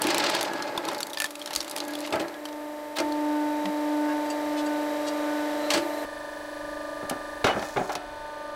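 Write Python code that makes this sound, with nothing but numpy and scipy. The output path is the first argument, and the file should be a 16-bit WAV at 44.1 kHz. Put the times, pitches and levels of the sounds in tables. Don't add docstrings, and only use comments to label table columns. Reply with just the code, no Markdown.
import sys
import numpy as np
from scipy import signal
from scipy.fft import irfft
from scipy.io import wavfile

SR = 44100
rng = np.random.default_rng(int(sys.argv[2]) if len(sys.argv) > 2 else 0)


def bounce(signal):
    frames = np.transpose(np.atleast_2d(signal))
    limited = np.clip(frames, -1, 1)
    pcm = np.round(limited * 32767).astype(np.int16)
    wavfile.write(sys.argv[1], SR, pcm)


N = 377055
T = np.arange(N) / SR

TEETH, IDLE_TURNS_PER_S, SAG_TURNS_PER_S = 12, 24.93, .33
FREE_S, REVERSE_S, STOP_S = 2.44, 2.97, 5.72
SWITCH_S = .072
STEP_BACK_S, SHADE_S = 6.05, (7.9, 7.7)

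# time_s, share_of_full_load
LOAD = [(0, .4), (1.3, 1), (1.75, 1), (2.35, 0), (2.85, 0), (3.1, .15), (5.55, .18), (5.95, 0)]
# pushing_db, starting_back_db, arriving_db, resting_db, far_db, shaded_db
MESH_LEVELS = [(-51.5, -28.5, -33, -38.5, -46.5, -51), (-49, -38, -34.5, -36, -41.5, -43.5),
               (-54, -33, -41, -40.5, -49.5, -44), (-59, -51.5, -45, -45.5, -48, -49),
               (-86, -56.5, -50.5, -49.5, -54, -52)]
UNEVEN_LEVELS = (-8, -3, 4, 1.5, 1.5, -5)
RUSH_LEVELS = (-45, -39.5, -36.5, -39.5, -45.5, -46)
HISS_LEVELS = (-54, -49, -43.5, -47, -57, -58)
FIZZ_LEVELS = (-59, -56.5, -54, -53, -58, -62.5)
# time_s, gain_db
PUSH_HUM = [(.6, 4), (1.1, -2), (1.4, 3.5), (1.7, 3.5), (2, 14), (2.35, 6.5), (2.7, 12.5)]
# depth_db, travel_from_turning_point_s
SWELLS = [(2.5, 0.41), (0.3, 0.15), (1.5, 0.53), (2, 0.3), (8.5, 0.45)]
FAR_WANDER_DB = (2, 1, 1.8, 1, 1.3)
# time_s, gain_db
FAR_FOURTH_HARMONIC = [(6.05, 1.5), (6.45, -4), (6.65, 1), (7.15, 5.5), (8, -6), (8.5, 4.5)]
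# order, near_db, far_db
SHAFT_ORDERS = [(13, -51, -60), (19, -49, -67), (22, -60, -50), (23, -41.5, -41.5), (25, -53, -51),
                (26, -45, -48), (27, -55, -57), (28, -54, -67), (29, -53, -66), (30, -51, -69),
                (31, -55, -65), (39, -53, -59), (40, -54, -56), (43, -58, -66), (62, -63, -62),
                (67, -60, -58), (68, -60, -53), (69, -63, -56), (70, -64, -57), (71, -58, -55),
                (72, -57, -51), (76, -60, -66)]
# harmonic, near_db, far_db
WHINE = [(8, -66, -71), (10, -69, -67), (11, -70, -67), (12, -72, -65), (13, -66.5, -71), (14, -74, -67),
         (16, -67, -68), (21, -68, -71), (28, -73, -73)]
# low_hz, high_hz, near_moment_turns, far_moment_turns
THROBS = [(520, 690, .3, .88), (930, 1100, .3, .02), (1650, 1850, .55, .06)]
# time_s, gain_db
FAR_THROB = [(6.1, -2.5), (6.45, -4.5), (6.9, 0), (7.25, -4.5), (8.1, -2.5), (8.45, 2.5)]
# frequency_hz, gain_db
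FLOW_NEAR = [(40, -17), (70, -13), (150, -16), (320, -4), (700, -3), (1100, -6), (1400, -5), (1850, 0),
             (2300, -4.5), (3400, -4.5), (4500, -5.5), (5300, -6), (8000, -6.5), (12500, -8), (15800, -15)]
FLOW_FAR = [(40, 5), (150, -4.5), (400, 4), (1100, 4), (1350, -1), (1750, 6.5), (2200, -0.5), (4700, 4),
            (5300, -2.5), (8000, -7), (12000, -12.5), (15800, -13)]
# centre_hz, width_hz, base_gain_db
HOUSING_NEAR = [(3880, 120, 4), (4800, 160, 4), (7690, 270, 4), (9020, 140, 5), (9600, 130, 3),
                (10720, 140, 4), (11330, 200, 6), (11890, 200, 4), (13440, 360, 6), (14020, 300, 3),
                (14620, 70, 4), (14880, 370, 6)]
HOUSING_FAR = [(2460, 65, 6.9), (3600, 170, 1.8), (5600, 74, 6), (6040, 96, 4.3), (8030, 72, 9.4),
               (8230, 71, 4.7), (9300, 160, 2.5), (10100, 180, 5), (10670, 240, 4.3), (11120, 170, 5.3),
               (11180, 190, 3.6)]
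# time_s, groan_db, splinter_db
CRUSH_LEVELS = [(0, -30, -40), (.07, -27.5, -28.5), (.32, -27.5, -25.5), (.52, -31, -39), (.81, -35, -45.5),
                (.895, -30.5, -39), (1.07, -39, -50), (1.23, -44, -45), (1.34, -48.5, -55),
                (1.56, -39.5, -42.5), (1.67, -42.5, -47), (1.82, -37, -46.5), (2.08, -41, -41),
                (2.16, -30.5, -60), (2.3, -36, -52)]
# centre_hz, width_hz, gain_db
FRAME_RESONANCES = [(333.3, 8.1, 6), (366, 3.8, -14), (579, 68, 8), (650, 19, 4.5), (716, 14, -28),
                    (858, 56, 6.5), (1318, 97, 5.5), (1655, 50, 6), (2107, 55, 5), (2460, 110, 2.5),
                    (2950, 44, 0), (4410, 100, 6.5), (4950, 110, 5), (8100, 400, 8)]
# frequency_hz, gain_db
CRUSH_SPECTRUM = [(50, -62), (100, -20.5), (230, -11.5), (330, -0.5), (450, -8), (870, -4), (1190, -11.5),
                  (1550, -10), (1930, -9.5), (4480, -11.5), (7000, -21.5), (11000, -39), (15800, -43)]
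BREEZE_SPECTRUM = [(15, -13), (35, 9), (60, -1.5), (120, -5.5), (300, -13), (1000, -53)]
SNAP_SPECTRUM = [(50, -23), (130, -14), (400, 1.5), (1000, 6.5), (2200, -3.5), (3400, 1.5), (4500, 1.5),
                 (6000, 0.5), (8500, -2), (11000, -1), (15800, -14)]
KNOCK_SPECTRUM = [(30, -60), (70, -17.5), (140, -15.5), (380, -2), (513, -0.5), (728, 0.5), (1030, -3),
                  (1800, -6), (3000, -8.5), (6000, -20), (10600, -29.5), (15800, -39)]
# start_s, level_db, pitch_hz, thickness_share, brightness
SNAPS_AND_CLICKS = [(0.019, -14.5, 4460, .1, 1), (0.0416, -23, 2570, 0.1, -14), (.0695, -16, 2600, 0.5, -6),
                    (0.1047, -18.5, 4400, 0.7, -9), (0.1452, -14, 2550, .7, -16),
                    (0.1816, -15.5, 3880, 0.2, -2), (.24, -18, 4250, 0.75, -27),
                    (0.298, -18, 3950, 0.87, -5), (0.349, -16, 3380, 1, -11), (0.41, -17.5, 3930, 0.8, -14),
                    (0.4292, -19.5, 3600, 0, 3), (.5345, -27.5, 4030, 0.2, -13),
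                    (0.623, -22, 4300, 0.9, -22), (0.7761, -21, 3500, 0.65, -12),
                    (.852, -26.5, 4400, 0.3, -14), (0.886, -22, 3550, 0.73, -9),
                    (.947, -25, 3760, 0.8, -12), (.9875, -29, 4200, 0.1, -16), (1.0051, -22, 5440, 0, -12),
                    (1.03, -21.5, 4730, 0.4, -3), (1.07, -32, 4600, .1, 9), (1.104, -33, 4000, .2, -7),
                    (1.1327, -25, 3300, 0.2, -6), (1.146, -30, 3100, .3, -18), (1.173, -20, 3500, 0.2, -21),
                    (1.184, -27, 4020, 0.3, -10), (1.2017, -15, 2520, 0.1, -10), (1.22, -17, 2470, 0.1, -8),
                    (1.2427, -18.5, 3700, 0.9, -2), (1.255, -25, 3300, 1, -21), (1.355, -28, 4250, .2, -18),
                    (1.417, -32, 3240, 0, -16), (1.4597, -23.5, 4330, 0.1, -4),
                    (1.475, -26, 2850, 0.6, -21), (1.508, -24, 2830, 0.8, -29),
                    (1.533, -25, 4500, 0.64, -9), (1.538, -24, 4200, .1, -14), (1.5512, -21, 4200, 0, -7),
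                    (1.561, -12, 4480, 0, -11), (1.605, -18, 4640, 0.35, -20), (1.613, -25, 3700, 0, -12),
                    (1.679, -29, 3950, 0.7, -5), (1.697, -28, 4500, .1, 2), (1.712, -24.5, 4200, 0, 3),
                    (1.7634, -21, 3600, 0, -9), (1.776, -27, 4200, 0.5, -8), (1.783, -25, 4400, 0.5, -9),
                    (1.803, -20, 4350, 0.1, -19), (1.882, -30, 3800, .4, 7), (1.936, -29.5, 4180, 0, -2),
                    (1.9537, -25, 3500, 0.1, -13), (2.005, -28.5, 4400, .2, -5),
                    (2.074, -26.5, 4000, 0.9, -11), (2.157, -30, 4500, .2, -6),
                    (2.282, -32.5, 4200, 0.3, -22), (2.342, -36, 3430, .7, -20),
                    (2.4537, -27, 3100, 1, -13), (2.487, -38, 3800, .5, -18), (2.528, -37.5, 3600, .3, -20),
                    (3.0022, -22, 4380, 0.2, -12), (3.1228, -28.5, 4410, 0.1, -23),
                    (3.6556, -22, 2800, 1, -32), (7.096, -24, 4200, 0.9, 9), (7.0981, -21.5, 2950, 0.5, -9),
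                    (7.953, -21, 3470, 0.65, -21)]
# start_s, length_s, pitch_hz, level_db
SINGS = [(.03, .4, 1668, -45), (.42, .3, 1668, -44), (1.83, .14, 1668, -50), (2.33, .06, 1668, -50),
         (7.478, .06, 2955, -38)]
# start_s, pitch_hz, level_db, t60_s
THUMPS = [(.048, 304, -20, 0.23), (.085, 348, -22, 0.23), (1.563, 55, -44, 0.19), (2.138, 634, -18, 0.076),
          (2.165, 333, -23, .1), (2.207, 320, -23, 0.086), (3.004, 354, -28, .12), (5.745, 319, -27, 0.35),
          (5.749, 472, -35, 0.35), (5.752, 383, -35, .6), (7.109, 265, -30, 0.2), (7.445, 140, -13, 0.03),
          (7.444, 408, -18.5, 0.11), (7.553, 173, -26, 0.05), (7.774, 128, -33, 0.14),
          (7.806, 169, -30, 0.095)]
# start_s, level_db, bass_db, treble_db, rise_s
KNOCKS = [(0.054, -31, 13, -17, 0.0047), (1.564, -58, 12, 2, .001), (2.124, -27, 14, 6, 0.0027),
          (2.136, -30, -1, -12, 0.0027), (2.158, -34, 2, -3, .004), (2.195, -31.5, 6, 10, .008),
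          (2.966, -33, -20, 2, .005), (2.984, -28, 7, 12.5, 0.0017), (2.999, -29, 5.5, -12, 0.0027),
          (5.703, -23.5, -32, 13, 0.0011), (5.735, -23.5, 2, 14, 0.0036), (5.748, -29, 14, 4, 0.0017),
          (5.773, -31.5, 6, 15, 0.0035), (7.028, -36.5, 22, -20, 0.00082),
          (7.108, -30.5, 11.5, -10, 0.0026), (7.4426, -20, 6, -0.5, 0.0011), (7.466, -25, -14, -3.5, 0.003),
          (7.487, -26.5, -1, -14, 0.0037), (7.561, -29.5, 15, -22, 0.0036), (7.592, -40, -1, 4, .002),
          (7.625, -34, 4, -3, 0.0018), (7.76, -28, 6, -28, 0.0018), (7.768, -25, 10, -11.5, 0.0017),
          (7.893, -29, -7, -11.5, 0.0018), (7.955, -33.5, 13, 4, .001)]
# start_s, pitch_hz, level_db, t60_s
TWANGS = [(.778, 995, -18.5, 0.028), (.778, 3570, -22.5, 0.023), (.887, 1010, -26, 0.065),
          (1.031, 4380, -18, 0.012), (1.173, 1765, -29, 0.079), (1.204, 1760, -23, 0.08),
          (1.223, 1780, -27, 0.054), (1.243, 1755, -20.5, 0.057), (1.416, 3260, -27, 0.019),
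          (1.764, 1890, -37, 0.056), (2.456, 3080, -31, .03)]
# pitch_ratio, gain_db
SPLINTER_MODES = [(1, 0), (1.38, -18), (2.4, -28)]
# start_s, length_s, centre_hz, level_db
SCRAPES = [(2.185, 0.068, 4000, -49), (2.474, 0.035, 3900, -53), (2.952, 0.033, 3900, -37.5),
           (7.493, 0.33, 5850, -50.5), (7.702, 0.26, 6700, -54), (7.91, 0.036, 5600, -44)]
# start_s, length_s, pitch_hz, level_db
RAM_GROAN = (3.63, .09, 195, -41)
# start_s, length_s, slip_rate_hz, centre_hz, level_db
SQUEAKS = [(4.073, 0.071, 550, 1310, -41.5), (4.552, .075, 430, 3600, -43),
           (5.056, 0.052, 470, 3600, -41.5)]
# start_s, level_db
PINGS = [(4.257, -50), (4.3, -36.5), (4.66, -42.5), (5.079, -42)]
# pitch_hz, gain_db, t60_s
PLATE_MODES = [(2760, 2, .06), (4680, 4, 0.095), (5900, -8, .04), (6860, 2, .05), (7800, 5.5, 0.054),
               (9500, -14, .04)]
# start_s, length_s, from_hz, to_hz, level_db
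WHISTLES = [(5.585, .11, 3900, 4330, -53), (5.61, .1, 3760, 4200, -53), (5.6, .1, 1270, 1420, -49),
            (5.8, .06, 4250, 4030, -57), (5.915, .06, 4190, 3930, -56), (5.955, .075, 4260, 3950, -55)]
# pitch_hz, gain_db, t60_s
BED_MODES = [(381, -11.5, 0.59), (563, -12.5, 0.48), (640, -9, 0.73), (711, -13, 0.74), (727, -10, 0.57),
             (806, -12, 0.48), (1244, -20, 0.17), (1330, -13, 0.45), (1408, -20, 0.26), (2115, -17, 0.41),
             (2530, -20, 0.54), (2950, -24, 0.43), (3640, -24, .22), (3760, -26, 0.25)]
# centre_hz, width_hz, gain_db
BED_RESONANCES = [(397, 60, -0.5), (488, 76, -4), (550, 32, -2), (800, 90, 3), (1420, 49, 1),
                  (1710, 91, 1.5), (1880, 110, -6), (2400, 130, 2), (2680, 110, -6), (2930, 120, -3),
                  (3700, 68, 5), (4480, 86, 9), (5880, 240, 8)]


def amp(db):
    return 10 ** (np.asarray(db) / 20)


def unit(x):
    return x / np.sqrt(np.mean(x ** 2) + 1e-20)


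def curves(rows):
    times, *columns = np.transpose(rows)
    return [np.interp(T, times, column) for column in columns]


def spectrum_db(points, hz):
    freqs, db = np.transpose(points)
    return np.interp(np.log(hz + 1), np.log(freqs), db)


def resonance_db(resonances, hz):
    return sum(db / (1 + (2 * (hz - centre) / width) ** 2) for centre, width, db in resonances)


def colour(x, db_at, size=4096):
    log_gain = np.log(amp(np.maximum(db_at(abs(np.fft.fftfreq(size, 1 / SR))), -100)))
    response = np.fft.ifft(np.exp(np.conj(signal.hilbert(log_gain)))).real
    return signal.oaconvolve(x, response[:size // 2])[:len(x)]


def band(x, low_hz, high_hz):
    return signal.sosfilt(signal.butter(2, [low_hz, high_hz], "band", fs=SR, output="sos"), x)


def split(x, hz):
    low = signal.sosfiltfilt(signal.butter(2, hz, fs=SR, output="sos"), x)
    return low, x - low


def drift(per_s):
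    knots = rng.standard_normal(2000)
    return np.interp(T * per_s, np.arange(len(knots)), knots)


def add(mix, start_s, sound):
    part = mix[max(round(start_s * SR), 0):][:len(sound)]
    part += sound[:len(part)]


def before(time_s):
    return np.clip(1 - (T - time_s) / SWITCH_S, 0, 1)


def by_state(pushing, starting, arriving, resting, far, shaded):
    times = [REVERSE_S, REVERSE_S + SWITCH_S, STOP_S, STOP_S + SWITCH_S]
    near = np.interp(T, times, [pushing, starting, arriving, resting])
    return np.where(T < STEP_BACK_S, near, np.interp(T, SHADE_S, [far, shaded]))


def mesh_levels(swell_period_s=.646, near_wander_db=.9, free_db=(-2.5, 0, 7, 0, 1)):
    travel_s, moving = abs(T - REVERSE_S), before(STOP_S)
    push_db = curves(PUSH_HUM)[0] * before(REVERSE_S)
    running_free = (1 - before(FREE_S)) * before(REVERSE_S)
    levels = []
    for k, (depth_db, first_s) in enumerate(SWELLS):
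        swell = moving * depth_db * np.cos(2 * np.pi * (travel_s - first_s) / swell_period_s)
        wander = np.where(T < STEP_BACK_S, near_wander_db, FAR_WANDER_DB[k]) * drift(4)
        state_db = by_state(*MESH_LEVELS[k]) + push_db / (k + 1) + running_free * free_db[k]
        levels.append(state_db + swell + wander)
    levels[3] += curves(FAR_FOURTH_HARMONIC)[0] * (T >= STEP_BACK_S)
    return levels


def gear_hum(turns, mesh, far, scatter_cycles, waver_db, lead_cycles, lag_cycles=.15):
    uneven_db = by_state(*UNEVEN_LEVELS) - 11 * curves(LOAD)[0]
    whine_db = -10 * before(REVERSE_S)
    tones = [(TEETH * (k + 1), db, lead_cycles) for k, db in enumerate(mesh)]
    tones += [(order, db[far] + uneven_db + waver_db * drift(5.9), 0) for order, *db in SHAFT_ORDERS]
    tones += [(TEETH * k, db[far] + whine_db + waver_db * drift(6.1), 0) for k, *db in WHINE]
    out, throb_db = np.zeros(N), far * curves(FAR_THROB)[0]
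    for order, db, phase in tones:
        hz, moment = order * IDLE_TURNS_PER_S, rng.random()
        if THROBS[0][0] < hz < THROBS[0][1]:
            db = db + throb_db
            phase = phase - lag_cycles * max(order - 2 * TEETH, 0)
        for low_hz, high_hz, *moments in THROBS:
            if low_hz < hz < high_hz:
                moment = moments[far]
        cycles = order * (turns - moment) + phase + scatter_cycles * rng.standard_normal()
        out += amp(db) * np.cos(2 * np.pi * cycles)
    return np.sqrt(2) * out


def flow(turns, spectrum, housing, buzz_db, top_buzz_db, tooth_db, spread_db, pulsing):
    order = np.arange(680)
    high_tooth = (order % TEETH == 0) & (order > 72)
    chance_db = spread_db * np.clip(rng.standard_normal(len(order)), -2, 2) * (1 - high_tooth / 2)
    strength = amp(chance_db + tooth_db * high_tooth) * (order > 8)
    one_turn = irfft(strength * np.exp(2j * np.pi * rng.random(len(order))), 16384)
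    buzz = unit(np.interp(turns % 1, np.linspace(0, 1, len(one_turn)), one_turn))
    buzz_low, buzz_high = split(buzz, 5500)
    drive = rng.standard_normal(N) + amp(buzz_db) * buzz_low + amp(top_buzz_db) * buzz_high
    drive *= 1 + pulsing * np.cos(2 * np.pi * TEETH * turns)
    housing_db = lambda hz: resonance_db(housing, hz) * np.interp(hz, [5000, 9000], [1, 1.5])
    radiated = colour(drive, lambda hz: spectrum_db(spectrum, hz) + housing_db(hz))
    low, high = split(radiated, 1730)
    middle, top = split(high, 5340)
    rush_db = by_state(*RUSH_LEVELS) - 10 * curves(LOAD)[0]
    rush = amp(rush_db) * low / np.std(band(radiated, 1000, 2300))
    hiss = amp(by_state(*HISS_LEVELS)) * middle / np.std(band(radiated, 3000, 7000))
    fizz = amp(by_state(*FIZZ_LEVELS)) * top / np.std(band(radiated, 8000, 15000))
    return rush + hiss + fizz


def pump():
    speed = IDLE_TURNS_PER_S - SAG_TURNS_PER_S * curves(LOAD)[0]
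    turns = np.cumsum(speed * (1 + .00023 * drift(14))) / SR
    turns -= turns[round(STEP_BACK_S * SR)]
    mesh = mesh_levels()
    lead = before(STOP_S) / 4
    near = gear_hum(turns, mesh, far=False, scatter_cycles=.07, waver_db=1.5, lead_cycles=lead)
    near += flow(turns, FLOW_NEAR, HOUSING_NEAR,
                 buzz_db=-3, top_buzz_db=4, tooth_db=6, spread_db=4.5, pulsing=.2)
    far = gear_hum(turns, mesh, far=True, scatter_cycles=.055, waver_db=1.2, lead_cycles=0)
    far += flow(turns, FLOW_FAR, HOUSING_FAR,
                buzz_db=.5, top_buzz_db=1, tooth_db=7.5, spread_db=2.5, pulsing=.1)
    return np.where(T < STEP_BACK_S, near, far)


def fibre_impulses(per_s, spread_db):
    sizes = amp(spread_db * np.minimum(rng.exponential(1, N), 3.5)) * rng.choice([-1, 1], N)
    return unit(sizes * (rng.random(N) < per_s / SR))


def wood_crush(fizz=.39, tick_t60_s=.12):
    gain_db = lambda hz: spectrum_db(CRUSH_SPECTRUM, hz) + resonance_db(FRAME_RESONANCES, hz)
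    groan, _ = split(colour(fibre_impulses(per_s=1500, spread_db=2.5), gain_db), 1960)
    tick_decay = amp(-60 * np.arange(600) / SR / tick_t60_s)
    bursts = signal.oaconvolve(abs(fibre_impulses(per_s=500, spread_db=6)), tick_decay)[:N]
    ticks = unit(bursts * rng.standard_normal(N))
    _, crackle = split(colour(ticks + fizz * rng.standard_normal(N), gain_db), 1240)
    groan_db, splinter_db = curves(CRUSH_LEVELS)
    pressing = np.interp(T, [2.25, 2.4], [1, 0])
    return pressing * (amp(groan_db - 1) * unit(groan) + amp(splinter_db - 3) * unit(crackle))


def breeze(near_db=-80, far_db=-57.5, gust_db=3, lull_db=2):
    rumble = unit(colour(rng.standard_normal(N), lambda hz: spectrum_db(BREEZE_SPECTRUM, hz)))
    level_db = np.where(T < STEP_BACK_S, near_db, far_db)
    return rumble * amp(level_db + gust_db * drift(3.9) + lull_db * drift(8.8))


def snaps_and_clicks(tail_db=-21, tail_t60_s=.17, tilt=.59):
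    out, t = np.zeros(N), np.arange(5000) / SR
    for start_s, db, pitch_hz, thickness, brightness in SNAPS_AND_CLICKS + small_snaps():
        body_db = tilt * np.interp(thickness, [0, 1], [-27, 3]) + 2
        t60 = np.interp(thickness, [0, 1], [.009, .028])
        burst = rng.standard_normal(len(t)) * (amp(-60 * t / t60) + amp(tail_db - 60 * t / tail_t60_s))
        balance = [(900, body_db), (2500, 0), (5000, 0), (10000, tilt * brightness + 5)]
        modes = [(pitch_hz, 500, 8), (pitch_hz / 3.5, 300, 5)]  # centre_hz, width_hz, gain_db
        modes += [(pitch_hz * 2 ** octaves, 250, 7) for octaves in rng.uniform(-.973, 1, 3)]
        snap = colour(burst, lambda hz: spectrum_db(SNAP_SPECTRUM, hz) + spectrum_db(balance, hz)
                      + resonance_db(modes, hz), size=512)
        add(out, start_s, amp(db) * snap / (1.99 * np.std(snap[:130])))
    return out


def steel_singing(waver_hz=9, flutter_db=3):
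    out = np.zeros(N)
    for start_s, length_s, hz, db in SINGS:
        size = round(length_s * SR)
        cycles = np.cumsum(hz + waver_hz * drift(60)[:size]) / SR
        tone = np.sin(2 * np.pi * cycles) * amp(flutter_db * drift(25)[:size])
        add(out, start_s, amp(db) * unit(tone * np.sqrt(np.hanning(size))))
    return out


def machine_thumps(rise_s=.0015):
    out, t = np.zeros(N), np.arange(SR // 2) / SR
    rise = 1 - np.exp(-t / rise_s)
    for start_s, hz, db, t60 in THUMPS:
        add(out, start_s, rise * amp(db - 60 * t / t60) * np.sin(2 * np.pi * hz * t))
    return out


def steel_knocks(middling_db=-22.5, middling_t60_s=.4, contact_t60_s=.023, ring_db=-20, ring_life=1.88):
    out, t = np.zeros(N), np.arange(SR) / SR
    contact = 2.2 * amp(-60 * t / contact_t60_s)
    for start_s, db, bass_db, treble_db, rise_s in KNOCKS:
        on_frame = start_s < STEP_BACK_S
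        resonances = FRAME_RESONANCES if on_frame else BED_RESONANCES
        t60 = middling_t60_s * amp(.79 * (db - middling_db))
        low, high = split(rng.standard_normal(len(t)), 2200)
        rattle = low * (amp(-60 * t / t60) + contact) + high * (amp(-120 * t / t60) + contact)
        if on_frame:
            for hz, width_hz, _ in resonances:
                decay = np.exp(-np.pi * width_hz * t / ring_life)
                rattle += amp(ring_db) * decay * np.sin(2 * np.pi * (hz * t + rng.random()))
        balance = [(200, bass_db), (800, 0), (1400, 0), (5000, treble_db)]
        rise = 1 - np.exp(-t / rise_s)
        knock = colour(rattle * rise, lambda hz: spectrum_db(KNOCK_SPECTRUM, hz)
                       + spectrum_db(balance, hz) + resonance_db(resonances, hz))
        knock /= np.std(knock[:900])
        if not on_frame:
            for hz, mode_db, mode_t60 in BED_MODES:
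                decay = amp(mode_db + min(spectrum_db(balance, hz), 0) - 60 * t / mode_t60)
                knock += rise * decay * np.sin(2 * np.pi * (hz * t + rng.random()))
        add(out, start_s, amp(db) * knock)
    return out


def splinter_twangs():
    out, t = np.zeros(N), np.arange(3000) / SR
    for start_s, hz, db, t60 in TWANGS:
        ring = sum(amp(mode_db) * np.sin(2 * np.pi * hz * ratio * t) for ratio, mode_db in SPLINTER_MODES)
        add(out, start_s, amp(db - 60 * t / t60) * ring)
    return out


def small_snaps(count=32, from_s=.85, to_s=2.12, level_db=-32.5, spread_db=3.5, brightness=-1):
    rows = []
    for k, (when, size, pitch, thickness) in enumerate(rng.random((count, 4))):
        start_s = from_s + (to_s - from_s) * (k + when) / count
        pitch_hz = np.interp(pitch, [0, 1], [3040, 4860])
        rows.append((start_s, level_db + spread_db * (2 * size - 1), pitch_hz, thickness, brightness))
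    return rows


def bark_scrapes(grit_db=4, grit_per_s=500, squeak_db=2, squeak_width_hz=450):
    out = np.zeros(N)
    for start_s, length_s, hz, db in SCRAPES:
        grit = (rng.standard_normal(N) * amp(grit_db * drift(grit_per_s)))[:round(length_s * SR)]
        balance = [(hz / 10, -42), (hz / 2, -7), (hz, 0), (hz * 2, -14)]
        squeak = [(hz, squeak_width_hz, squeak_db)]
        scrape = colour(grit, lambda f: spectrum_db(balance, f) + resonance_db(squeak, f), size=512)
        add(out, start_s, amp(db) * unit(scrape * np.hanning(len(grit))))
    return out


def ram_groan():
    start_s, length_s, hz, db = RAM_GROAN
    out, t = np.zeros(N), np.arange(0, length_s, 1 / SR)
    add(out, start_s, amp(db) * unit(np.hanning(len(t)) * np.sin(2 * np.pi * hz * t)))
    return out


def ram_squeaks(skirt_db=-16, jitter=.022, spread_db=3):
    out = np.zeros(N)
    for start_s, length_s, slip_hz, centre_hz, db in SQUEAKS:
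        t = np.arange(0, length_s, 1 / SR)
        cycles = np.cumsum(slip_hz * (1 + jitter * drift(500)[:len(t)])) / SR
        tone = np.zeros(len(t))
        for k in range(2, 22):
            gain_db = skirt_db * abs(np.log(k * slip_hz / centre_hz)) + spread_db * rng.standard_normal()
            tone += amp(gain_db) * np.sin(2 * np.pi * k * (cycles + rng.random()))
        add(out, start_s, amp(db) * unit(tone * np.hanning(len(t))))
    return out


def ram_pings(rise_s=.0032, rasp_hz=(2800, 9300), rasp_db=2.5, rasp_t60_s=.07):
    out, t = np.zeros(N), np.arange(8000) / SR
    ring = sum(amp(db - 60 * t / t60) * np.sin(2 * np.pi * hz * t) for hz, db, t60 in PLATE_MODES)
    for start_s, db in PINGS:
        rasp = unit(band(rng.standard_normal(len(t)), *rasp_hz)) * amp(rasp_db - 60 * t / rasp_t60_s)
        add(out, start_s, amp(db) * (1 - np.exp(-t / rise_s)) * (ring + rasp))
    return out


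def valve_whistles(waver_hz=90, waver_per_s=600):
    out = np.zeros(N)
    for start_s, length_s, from_hz, to_hz, db in WHISTLES:
        size = round(length_s * SR)
        hz = np.linspace(from_hz, to_hz, size) + waver_hz * drift(waver_per_s)[:size]
        tone = np.sin(2 * np.pi * np.cumsum(hz) / SR)
        add(out, start_s, amp(db) * unit(tone * np.sqrt(np.hanning(size))))
    return out


def scene():
    hydraulics = pump() + valve_whistles()
    crackle_and_ring = wood_crush() + steel_singing() + snaps_and_clicks() + splinter_twangs()
    contacts = steel_knocks() + machine_thumps() + bark_scrapes()
    ram = ram_squeaks() + ram_pings() + ram_groan()
    return (hydraulics + crackle_and_ring + contacts + ram + breeze())[None]


def record(dry):
    low_pass = signal.firwin(401, 15900, window=("kaiser", 9), fs=SR)
    return signal.oaconvolve(dry, low_pass[None], "same")


dry = scene()
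out = record(dry)
bounce(out)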